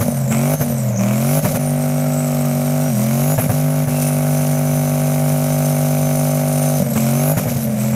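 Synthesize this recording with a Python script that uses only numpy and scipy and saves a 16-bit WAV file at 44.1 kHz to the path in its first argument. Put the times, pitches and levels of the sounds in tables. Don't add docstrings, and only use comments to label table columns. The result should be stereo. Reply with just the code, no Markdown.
import sys
import numpy as np
from scipy import signal
from scipy.fft import rfft, irfft, next_fast_len
from scipy.io import wavfile
from scipy.ndimage import uniform_filter1d

SR = 44100
rng = np.random.default_rng(int(sys.argv[2]) if len(sys.argv) > 2 else 0)


def master_out(mix):
    frames = np.transpose(np.atleast_2d(mix))
    ceiling = np.clip(frames, -1, 1)
    pcm = np.round(ceiling * 32767).astype(np.int16)
    wavfile.write(sys.argv[1], SR, pcm)


N = 350595
T = np.arange(N) / SR


def amp(db):
    return 10 ** (np.asarray(db) / 20)


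def unit(x):
    return x / np.sqrt(np.mean(np.abs(x) ** 2) + 1e-20)


def curves(rows):
    s, *columns = np.transpose(rows)
    return [np.interp(T, s, c) for c in columns]


def swells(rows):
    return sum(db * np.exp(-(2 * (T - s) / length) ** 2) for s, length, db in rows)


def follow(x, seconds, start):
    keep = np.exp(-1 / (seconds * SR))
    return start + signal.lfilter([1 - keep], [1, -keep], x - start)


def wander(hz):
    size = max(int(SR / hz), 2)
    return unit(uniform_filter1d(uniform_filter1d(rng.standard_normal(N), size), size))


def scatter(db, shape):
    return amp(db * np.clip(rng.standard_normal(shape), -2, 2))


def clicks(at, sizes):
    whole, part = np.floor(at).astype(int), at % 1
    before = np.bincount(whole, sizes * (1 - part), N + 1)
    after = np.bincount(whole + 1, sizes * part, N + 1)
    return (before + after)[:N]


def die_away(x, seconds):
    return signal.lfilter([1], [1, -np.exp(-1 / (seconds * SR))], x)


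def read(points, hz):
    f, value = np.transpose(points)
    return np.interp(np.log(hz + 1), np.log(f + 1), value)


def causal(db):
    log_gain = np.log(amp(np.r_[db, db[-2:0:-1]]))
    return np.exp(np.conj(signal.hilbert(log_gain)))[:len(db)]


def colour(x, points, size=4096):
    taps = irfft(causal(read(points, np.fft.rfftfreq(size, 1 / SR))))
    return signal.oaconvolve(x, taps)[:N]


# frequency in Hz, likeness of left and right from 0 to 1.
LIKENESS = [(100, 0.92), (700, 0.4), (1500, 0.028), (2500, 0.35), (5000, 0.12), (9000, 0.056)]
def stereo(a, b):
    size = next_fast_len(N)
    same = read(LIKENESS, np.fft.rfftfreq(size, 1 / SR))
    mid = rfft(a, size)
    side = rfft(b, size) * np.sqrt((1 - same) / (1 + same))
    return irfft(np.array([mid + side, mid - side]), size)[:, :N]


def noise(points, envelope=1):
    return stereo(*[unit(colour(envelope * rng.standard_normal(N), points)) for _ in range(2)])


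def fuzzy_tone(hz, width):
    carrier = np.exp(2j * np.pi * np.cumsum(hz) / SR)
    return stereo(*[unit((carrier * (wander(width) + 1j * wander(width))).real) for _ in range(2)])


# start in seconds, throttle from 0 to 1, unevenness of the firings from 0 to 1.
PEDAL = [(0, 0.18, 0.51), (.305, 0.66, 0.45), (.555, 0.23, 0.5), (0.986, 0.67, 0.42), (1.402, 0.38, 0.74),
         (1.587, 0.36, 0.14), (2.599, 0.42, 0.03), (2.97, 0.66, 0), (3.351, 0.56, 0.58),
         (3.519, 0.46, 0.03), (3.88, .52, .02), (6.779, 0.25, 0.68), (6.954, 0.68, 0.13),
         (7.339, 0.42, 0.8), (7.52, 0.26, 0.62), (7.781, 0.45, 0.26)]
def pedal(answer_s=.0091, spool_s=.2, floored=.65, settle_s=.08):
    s, opening, uneven = np.transpose(PEDAL)
    move = np.searchsorted(s, T, "right") - 1
    throttle = follow(opening[move], answer_s, opening[0])
    boost = follow(throttle, spool_s, start=.44)
    settling = np.exp(-(T - s[move]) * (opening[move] > floored) / settle_s)
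    ragged = follow(uneven[move] * settling, answer_s, uneven[0])
    return throttle, boost, np.clip(ragged, 0, .9)


# start and end in seconds, level change in dB, share of the firings lost from 0 to 1.
SPARK_CUTS = [(0.559, 0.592, -8.5, 0.9), (1.403, 1.424, -9, .95), (1.537, 1.532, -8, .95),
              (1.582, 1.59, -2, 0.7), (3.35, 3.396, -5, 0.9), (3.467, 3.52, -2, 0.92),
              (3.847, 3.89, -4, 0.6), (7.329, 7.373, -3, 0.62), (7.463, 7.48, 3, .95)]
def rev_limiter(edge_s=.0236):
    start, end, change_db, lost = np.transpose(SPARK_CUTS)[:, :, None]
    gates = np.clip(np.minimum(T - start, end - T) / edge_s + .5, 0, 1)
    return (gates * lost).max(0), amp((gates * change_db).sum(0))


# time in seconds, engine cycles a second (a cycle is two crank turns, eight firings).
REVS = [(0, 49.3), (.27, 43.8), (.38, 45), (.54, 50.9), (.75, 45.3), (.94, 39.3), (1, 38.8), (1.09, 40.6),
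        (1.17, 42.9), (1.37, 50.7), (1.5, 49.8), (1.62, 48.7), (2.05, 49.3), (2.27, 49), (2.52, 48),
        (2.88, 49.9), (2.96, 40.8), (3.33, 50.6), (3.48, 49.2), (3.73, 50.1), (3.9, 49.2), (4.3, 49.5),
        (4.8, 49.25), (5.15, 49.4), (6.76, 49.35), (6.88, 45.2), (6.98, 44.1), (7.08, 45.1), (7.35, 51.4),
        (7.68, 43.6), (7.8, 42), (7.95, 44.1)]
HELD_HZ, HELD_LOAD = 49.35, .52
def crank(ragged):
    hz = curves(REVS)[0]
    return hz, np.cumsum(hz * (1 + .003 * ragged * wander(60))) / SR


def engine_state(hz, load, boost, flame, lowest_hz=44.1, shut_below=.3):
    extra_hz = np.maximum(hz, lowest_hz) - HELD_HZ
    shut = np.clip(1 - load / shut_below, 0, 1)
    return np.array([np.ones(N), load - HELD_LOAD, boost - HELD_LOAD, extra_hz, shut, flame])


CYLINDERS = [0, -8, -11, -6, -11, -13, -7, -12]
def firings(cycles):
    count = len(CYLINDERS)
    number = np.arange(1, int(cycles[-1] * count))
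    return np.interp(number / count, cycles, np.arange(N)), amp(CYLINDERS)[number % count]


# multiple of the cycle rate, level within its band in dB.
ORDERS = [(1, -17.5), (2, -6.5), (3, 15), (4, -25.5), (5, -2.5), (6, -20), (7, -28.5), (8, -15), (9, -23.5),
          (10, -24.5), (11, -10), (12, -10.5), (13, -7), (14, -20.5), (15, -15), (16, -16), (17, -27),
          (18, -16), (19, -24.5), (20, -29), (21, -22.5), (22, -49.5), (23, -21), (24, -30), (25, -48.5),
          (26, -22.5), (27, -27), (28, -38.5), (29, -31), (30, -23.5), (31, -31), (32, -70.5)]
# frequency in Hz, relative gain in dB.
PIPE = [(30, -84), (90, 7), (130, 2.5), (200, -2.5), (250, -1), (315, -14), (375, -8.5), (430, -25),
        (560, -3.5), (660, -12.5), (800, -27.5), (980, -28.5), (1400, -43), (1900, -29), (4000, -59)]
# centre in seconds, length in seconds, dB added to the boom and taken from the upper band.
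SKIPS = [(.095, 0.12, -9), (.21, 0.43, 4), (.665, 0.057, -6), (.75, 0.042, 3.5), (.87, 0.12, 4.5),
         (.975, 0.04, 0), (1.585, 0.031, -3), (6.9, 0.039, -8), (7.64, 0.029, -3), (7.75, 0.053, -5)]
# time in seconds, level change in dB.
BARK_DRIFT = [(0, -1), (2.5, 1), (3.7, -2), (6.7, 1.5), (7.95, -1.5)]
BOOM_FADER = (-17, 1, 10, 0.66, 2.5, -43)
UPPER_FADER = (-22.5, 7.5, -14, -0.57, -10, 4.5)
SNARL_FADER = (-44.5, 55, -14, 0.5, 8, 10)
GROWL_FADER = (-34, 20, -11.5, 2, -9, 2)
BARK_FADER = (-23.5, 13, -4.5, 1.92, 3.5, -7)
BLARE_FADER = (-37, 21, -8, 1.6, 14.5, -1)
def exhaust_drone(cycles, hz, ragged, state, surge_lag_cycles=.848):
    orders, db = np.transpose(ORDERS)
    phases = np.angle(causal(np.r_[db[0], db, db[-1]]))[1:-1]
    tones = []
    for k, order_db, phase in zip(orders, db, phases):
        gain = amp(order_db + read(PIPE, k * hz[::64]) - read(PIPE, k * HELD_HZ))
        late = surge_lag_cycles * (k < 7)
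        tones.append(np.interp(T, T[::64], gain) * np.cos(2 * np.pi * k * (cycles - late) + phase))
    skip_db = swells(SKIPS)
    boom = amp(BOOM_FADER @ state + skip_db) * unit(sum(tones[:3]))
    upper = amp(UPPER_FADER @ state - skip_db) * unit(sum(tones[3:5]))
    snarl = amp(SNARL_FADER @ state) * unit(tones[5])
    growl = amp(GROWL_FADER @ state) * unit(sum(tones[6:10]))
    bark = amp(BARK_FADER @ state + curves(BARK_DRIFT)[0]) * unit(sum(tones[10:17]))
    bark *= 1 + .45 * ragged * wander(110)
    blare = amp(BLARE_FADER @ state) * unit(sum(tones[17:]))
    return np.sqrt(1 - ragged ** 2) * (boom + upper + snarl + growl + bark + blare)


# frequency in Hz, relative level in dB.
FRONT_EQ = [(100, -30), (300, -15), (500, -6), (800, 9), (1000, 3.5), (1300, 2), (1800, 1), (2200, 3.5),
            (2600, 7.5), (3300, -14), (6000, -12.5), (15000, -9)]
FRONT_FADER = (-38.5, 22, 5, 0.9, -15, 3)
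def pressure_fronts(at, strength, state, delay_s=.000816):
    sizes = strength ** 1.7 * amp(.6 * rng.standard_normal(len(at)))
    pulses = clicks(np.minimum(at + delay_s * SR, N - 1), sizes)
    return amp(FRONT_FADER @ state) * unit(colour(pulses, FRONT_EQ))


# frequency in Hz, relative level in dB.
RASP_EQ = [(250, -13), (430, 6.5), (600, 11.5), (800, 6), (1000, 2.5), (1350, 4), (1800, -5), (2250, 9.5),
           (2700, -0.5), (3200, -4), (4500, -19), (7000, -3), (12000, -17), (16000, -14)]
RASP_FADER = (-35.5, 28, -10, 0, -8, 8)
def rasp(at, strength, ragged, state):
    sizes = strength * scatter(1.2, len(at))
    puffs = .07 + die_away(clicks(at, sizes), seconds=.0014)
    return amp(RASP_FADER @ state - 1.5 + 6 * np.sqrt(ragged)) * noise(RASP_EQ, puffs)


def crackle(at, strength, state):
    sizes = strength ** 2 * scatter(4, (2, len(at)))
    snap_eq = [(500, -12), (1500, -2), (4000, -7), (7000, 0), (11000, -2), (15000, -7)]
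    shocks = [unit(colour(clicks(at, s), snap_eq)) for s in sizes]
    return amp(RASP_FADER @ state - 7.5) * stereo(*shocks)


def burble(at, strength, ragged):
    thumps = clicks(at, strength * rng.standard_normal(len(at)))
    body_eq = [(30, -92), (85, -11), (130, -15), (190, .5), (260, -10.5), (340, -35.5), (450, -14.5),
               (590, -7), (700, -19), (900, -28), (1400, -43), (4000, -70)]
    return amp(-20) * colour(thumps * ragged, body_eq) / np.std(colour(thumps, body_eq))


# start in seconds, relative level in dB, extra gas in dB.
BANGS = [(.008, -0.5, 1), (0.307, -7, 2.5), (.607, -1.5, -0.5), (0.704, -14, -4), (1.444, -2.5, 3.5),
         (1.547, -5, 4), (3.379, -1, 2), (3.494, -0.5, 0.5), (3.874, -2, -5), (6.957, -3, -0.5),
         (7.37, -2.5, 2), (7.471, -4.5, -2), (7.56, -6, -9), (7.935, -10, 1)]
def bangs(gap_s=.006, fade_db=-3, count=4):
    blows, bursts = np.zeros((2, N))
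    k = np.arange(count)
    for start, db, gas_db in BANGS:
        times = start + gap_s * (k + rng.uniform(-.062, .21, count) * (k > 0))
        volley = clicks(np.minimum(times * SR, N - 1).astype(int), amp(db + fade_db * k))
        blows += volley
        bursts += amp(gas_db) * volley
    thud_eq = [(25, -6), (55, 2), (120, 27.5), (200, 0), (320, -1.5), (540, -10), (900, -13.5),
               (1500, -16), (2200, -20), (3500, -34), (15000, -30)]
    gas_eq = [(200, -17), (600, 13), (1000, -3), (1500, -2.5), (2300, -9), (4000, -20.5), (7000, -22),
              (15000, -12)]
    gas = noise(gas_eq, die_away(bursts, seconds=.0067))
    return amp(-31) * unit(colour(blows, thud_eq)) + amp(-36.5) * gas


def afterburn(burn_s=.021):
    flame = np.zeros(N)
    for start, db, gas_db in BANGS:
        age = np.maximum(T - start, 0) / burn_s
        flame += amp(db + gas_db) * 2 * age * np.exp(-age ** 2)
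    return flame


# pitch in Hz, ring time in seconds.
METAL_MODES = [(2165, .005), (2275, .0035)]
CLATTER_FADER = (-41, -3, 3, 1.2, -35, -13)
def clatter(at, strength, state):
    t = np.arange(int(.04 * SR)) / SR
    ring = sum(np.exp(-t / ring_s) * np.sin(2 * np.pi * hz * t) for hz, ring_s in METAL_MODES)
    sizes = strength * scatter(2.4, (2, len(at)))
    knocks = [unit(signal.oaconvolve(clicks(at, s), ring)[:N]) for s in sizes]
    return amp(CLATTER_FADER @ state) * stereo(*knocks)


def treble_shake(drone):
    flutter_db = 1.8 * wander(300) + .5 * wander(16)
    return unit((1 + .091 * unit(drone)) * amp(flutter_db))


# frequency in Hz, relative level in dB.
HISS_EQ = [(1760, -18), (3000, -6.5), (3420, -10.5), (3860, -4.5), (4400, -8.5), (5010, -6), (5950, -1),
           (6730, -2.5), (7930, -5.5), (9280, -5.5), (10400, -7), (11900, 2.5), (13500, -5), (15500, -6.5),
           (16200, -45)]
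# time in seconds, base level in dB.
HISS_LEVEL = [(0.0, -31), (0.02, -33), (0.09, -32), (0.29, -38.5), (0.31, -37), (0.53, -33), (0.58, -27.5),
              (0.62, -30.5), (0.66, -35), (0.71, -32), (0.75, -36), (0.86, -36), (0.97, -43), (1.02, -37.5),
              (1.39, -29), (1.42, -29), (1.46, -31), (1.5, -28.5), (1.64, -34), (2.72, -32), (3.34, -32),
              (3.36, -23), (3.41, -35), (3.48, -27), (3.52, -29.5), (3.78, -34.5), (3.88, -33),
              (4.03, -28.5), (4.16, -32.5), (6.75, -30.5), (6.8, -25), (6.84, -35.5), (6.97, -31.5),
              (7.48, -30.5), (7.62, -32), (7.64, -31), (7.68, -38), (7.82, -32), (7.95, -35.5)]
def tyres(shake, load, lost, flame):
    hiss_db = curves(HISS_LEVEL)[0] + .47 - 7.5 * lost + 5.5 * flame + 4 * (load - HELD_LOAD)
    return shake * amp(hiss_db) * noise(HISS_EQ) + tyre_chirps(hiss_db)


def tyre_chirps(hiss_db, per_pitch_per_s=14, seconds=.00455):
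    t = np.arange(int(seconds * SR)) / SR
    out = np.zeros((2, N))
    for k, hz in enumerate(np.geomspace(9300, 14000, 16)):
        chirp = np.hanning(len(t)) * np.sin(2 * np.pi * hz * t * (1 - .072 * t / seconds))
        sizes = amp(2.5 * np.minimum(rng.exponential(1, N), 3))
        slips = rng.random(N) < per_pitch_per_s / SR
        out[k % 2] += signal.oaconvolve(sizes * slips, chirp)[:N]
    return amp(hiss_db - 11) * stereo(*unit(out))


# time in seconds, pitch in Hz, level in dB.
HOWL = [(1.55, 1480, -73), (1.8, 1420, -52), (2.2, 1296, -40.5), (2.45, 1232, -40.5), (2.65, 1380, -46),
        (2.88, 1480, -46), (3.05, 1476, -75), (3.82, 2650, -75), (3.97, 2650, -35), (4.2, 2600, -53),
        (4.45, 2550, -75)]
def tyre_howl():
    hz, db = curves(HOWL)
    return amp(db) * fuzzy_tone(hz, width=200)


# time in seconds, whistle pitch in Hz, base level in dB.
WHISTLE = [(0, 6750, -42), (.08, 6430, -41), (.32, 5150, -45), (.57, 6400, -39), (.75, 5980, -38),
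           (1.05, 4920, -54), (1.28, 5800, -43), (1.41, 6550, -41), (1.56, 6300, -40), (1.7, 5850, -49),
           (2.05, 5600, -46), (2.5, 5350, -54), (2.87, 5780, -41), (3, 5700, -44), (3.1, 6020, -42),
           (3.24, 6580, -38), (3.38, 7150, -41), (3.6, 6685, -57), (3.75, 6450, -54), (3.82, 6330, -44),
           (3.92, 6150, -52), (4.3, 6150, -51), (4.38, 6120, -41), (4.75, 6105, -39.5), (5.15, 6140, -42),
           (5.25, 6156, -44), (5.75, 6156, -39), (5.9, 6158, -41), (6.55, 6160, -40), (6.8, 6185, -39.5),
           (6.98, 5120, -46), (7.16, 6130, -36), (7.3, 6800, -39), (7.43, 6900, -39), (7.61, 6350, -39),
           (7.78, 5040, -52), (7.95, 5800, -45)]
# frequency in Hz, relative level in dB.
RUSH_EQ = [(5000, -37), (9000, -21), (10500, 6), (11500, 0), (12500, -2), (13500, -8), (14300, 1),
           (15500, -11)]
RUSH_FADER = (-38, 45, 26, 2, 0, -2)
def turbo(ragged, state, flutter=.62):
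    hz, db = curves(WHISTLE)
    fade_db = .012 * np.maximum(5700 - hz, 0) + 6 * ragged
    fray = .04 * ragged * wander(250) + .0007 * wander(12)
    tone = amp(db - fade_db) * np.exp(2j * np.pi * np.cumsum(hz * (1 + fray)) / SR)
    flutters = [unit(1 + flutter * (wander(41) + 1j * wander(47))) for _ in range(2)]
    whistle = stereo(*[np.sqrt(2) * (tone * f).real for f in flutters])
    rush = amp(RUSH_FADER @ state + wander(300)) * noise(RUSH_EQ)
    return amp(wander(20) - .3) * whistle + rush


# time in seconds, centre in Hz.
WHOOSH_PITCH = [(0, 11000), (.1, 9400), (.28, 7350), (.42, 8000), (.59, 10900), (.68, 9130), (.97, 6160),
                (1.19, 7450), (1.3, 10800), (1.44, 11000), (1.64, 9400), (1.85, 8500), (2.2, 7950),
                (2.8, 8400), (3.02, 8300), (3.15, 11780), (3.42, 11170), (4, 9400), (6.8, 9400),
                (6.93, 7750), (7.09, 8300), (7.26, 11760), (7.52, 11470), (7.8, 7800), (7.95, 7600)]
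# centre in seconds, length in seconds, level change in dB.
WHOOSH_FLARES = [(.11, 0.14, 3.5), (.33, 0.08, 8), (.8, 0.039, 5), (.98, 0.062, 13), (1.68, 0.15, 6.5),
                 (2.2, 0.19, 9), (3.42, 0.042, 11), (3.75, .1, -3), (4.03, 0.21, 8), (6.18, 0.06, 11),
                 (6.62, 0.29, 8), (7, .12, 4), (7.81, 0.05, 7)]
WHOOSH_FADER = (-38.7, 3, 4, 0.17, 3, 10)
def shrill_whoosh(cycles, ragged, load, state):
    swoop = 1 + .09 * (np.exp(-(2 * cycles % 1) / .2) - .1)
    waver = .014 * wander(200) + .005 * wander(25)
    spread = .02 + .08 * np.clip(ragged - .1, 0, .4) + .14 * np.maximum(load - HELD_LOAD, 0)
    hz = curves(WHOOSH_PITCH)[0] * (swoop + waver + spread * wander(1500))
    patchy_db = .8 * wander(26) + 2 * wander(130)
    return amp(WHOOSH_FADER @ state + swells(WHOOSH_FLARES) + patchy_db) * fuzzy_tone(hz, width=720)


# centre in seconds, length in seconds, pitch in Hz, level in dB.
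SQUEAKS = [(0.155, 0.028, 11900, -36), (0.622, .025, 12300, -26), (0.714, 0.03, 12070, -30),
           (0.847, 0.04, 13600, -40), (6.905, 0.066, 11640, -35), (7.297, 0.048, 11700, -26),
           (7.642, 0.023, 12400, -29)]
def high_squeaks(fall_hz_per_s=5400):
    s, length, hz, db = np.transpose(SQUEAKS)
    nearest = np.searchsorted((s[1:] + s[:-1]) / 2, T)
    age = T - s[nearest]
    swell = amp(db[nearest]) * np.exp(-2 * (age / length[nearest]) ** 2)
    return swell * fuzzy_tone(hz[nearest] - fall_hz_per_s * age, width=450)


# frequency in Hz, relative level in dB.
RUMBLE_EQ = [(15, -33), (30, -22), (47, -9), (80, -19), (150, 0), (230, -8), (320, -23), (440, -22),
             (600, -12), (800, -18), (1050, -26), (1400, -22), (2000, -23), (5000, -51)]
def strip_rumble():
    return amp(-32.5) * noise(RUMBLE_EQ)


def grandstand_echoes(x, t60=.33, predelay_s=.02, size=30000):
    t = np.arange(size) / SR
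    tails = rng.standard_normal((2, size)) * amp(-60 * t / t60) * (t > predelay_s)
    return stereo(*[signal.oaconvolve(x, tail / np.linalg.norm(tail))[:N] for tail in tails])


def scene():
    throttle, boost, ragged = pedal()
    lost, burn = rev_limiter()
    load = throttle * (1 - .73 * lost)
    flame = afterburn()
    hz, cycles = crank(ragged)
    state = engine_state(hz, load, boost, flame)
    at, strength = firings(cycles)
    drone = exhaust_drone(cycles, hz, ragged, state)
    exhaust = drone + pressure_fronts(at, strength, state) + rasp(at, strength, ragged, state)
    exhaust = exhaust + crackle(at, strength, state) + burble(at, strength, ragged)
    engine = burn * exhaust + clatter(at, strength, state) + bangs()
    shake = treble_shake(drone)
    whoosh = shake * shrill_whoosh(cycles, ragged, load, state)
    around = whoosh + tyres(shake, load, lost, flame) + high_squeaks() + tyre_howl()
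    around += turbo(ragged, state) + strip_rumble()
    return engine + around + amp(-27) * grandstand_echoes(engine.mean(0))


# frequency in Hz, left minus right in dB.
BALANCE = [(100, 0.56), (700, 0.5), (1400, -2), (2200, -7), (2800, -11), (3600, -2.5), (6500, 1),
           (8200, -9), (10000, -4), (12000, -9.5), (15000, -6)]
def record(dry, top_hz=15620, left_delay_samples=5):
    size = next_fast_len(N + 1000)
    hz = np.fft.rfftfreq(size, 1 / SR)
    tilt = amp(read(BALANCE, hz) / 2)
    late = np.exp(-2j * np.pi * hz * left_delay_samples / SR)
    pair = np.array([tilt * late, 1 / tilt]) / np.sqrt((tilt ** 2 + tilt ** -2) / 2)
    heard = np.clip(irfft(rfft(dry, size) * pair, size)[:, :N], -1, 1)
    lowpass = signal.firwin(511, top_hz, window=("kaiser", 9), fs=SR)
    return signal.oaconvolve(heard, lowpass[None], "same")


dry = scene()
out = record(dry)
master_out(out)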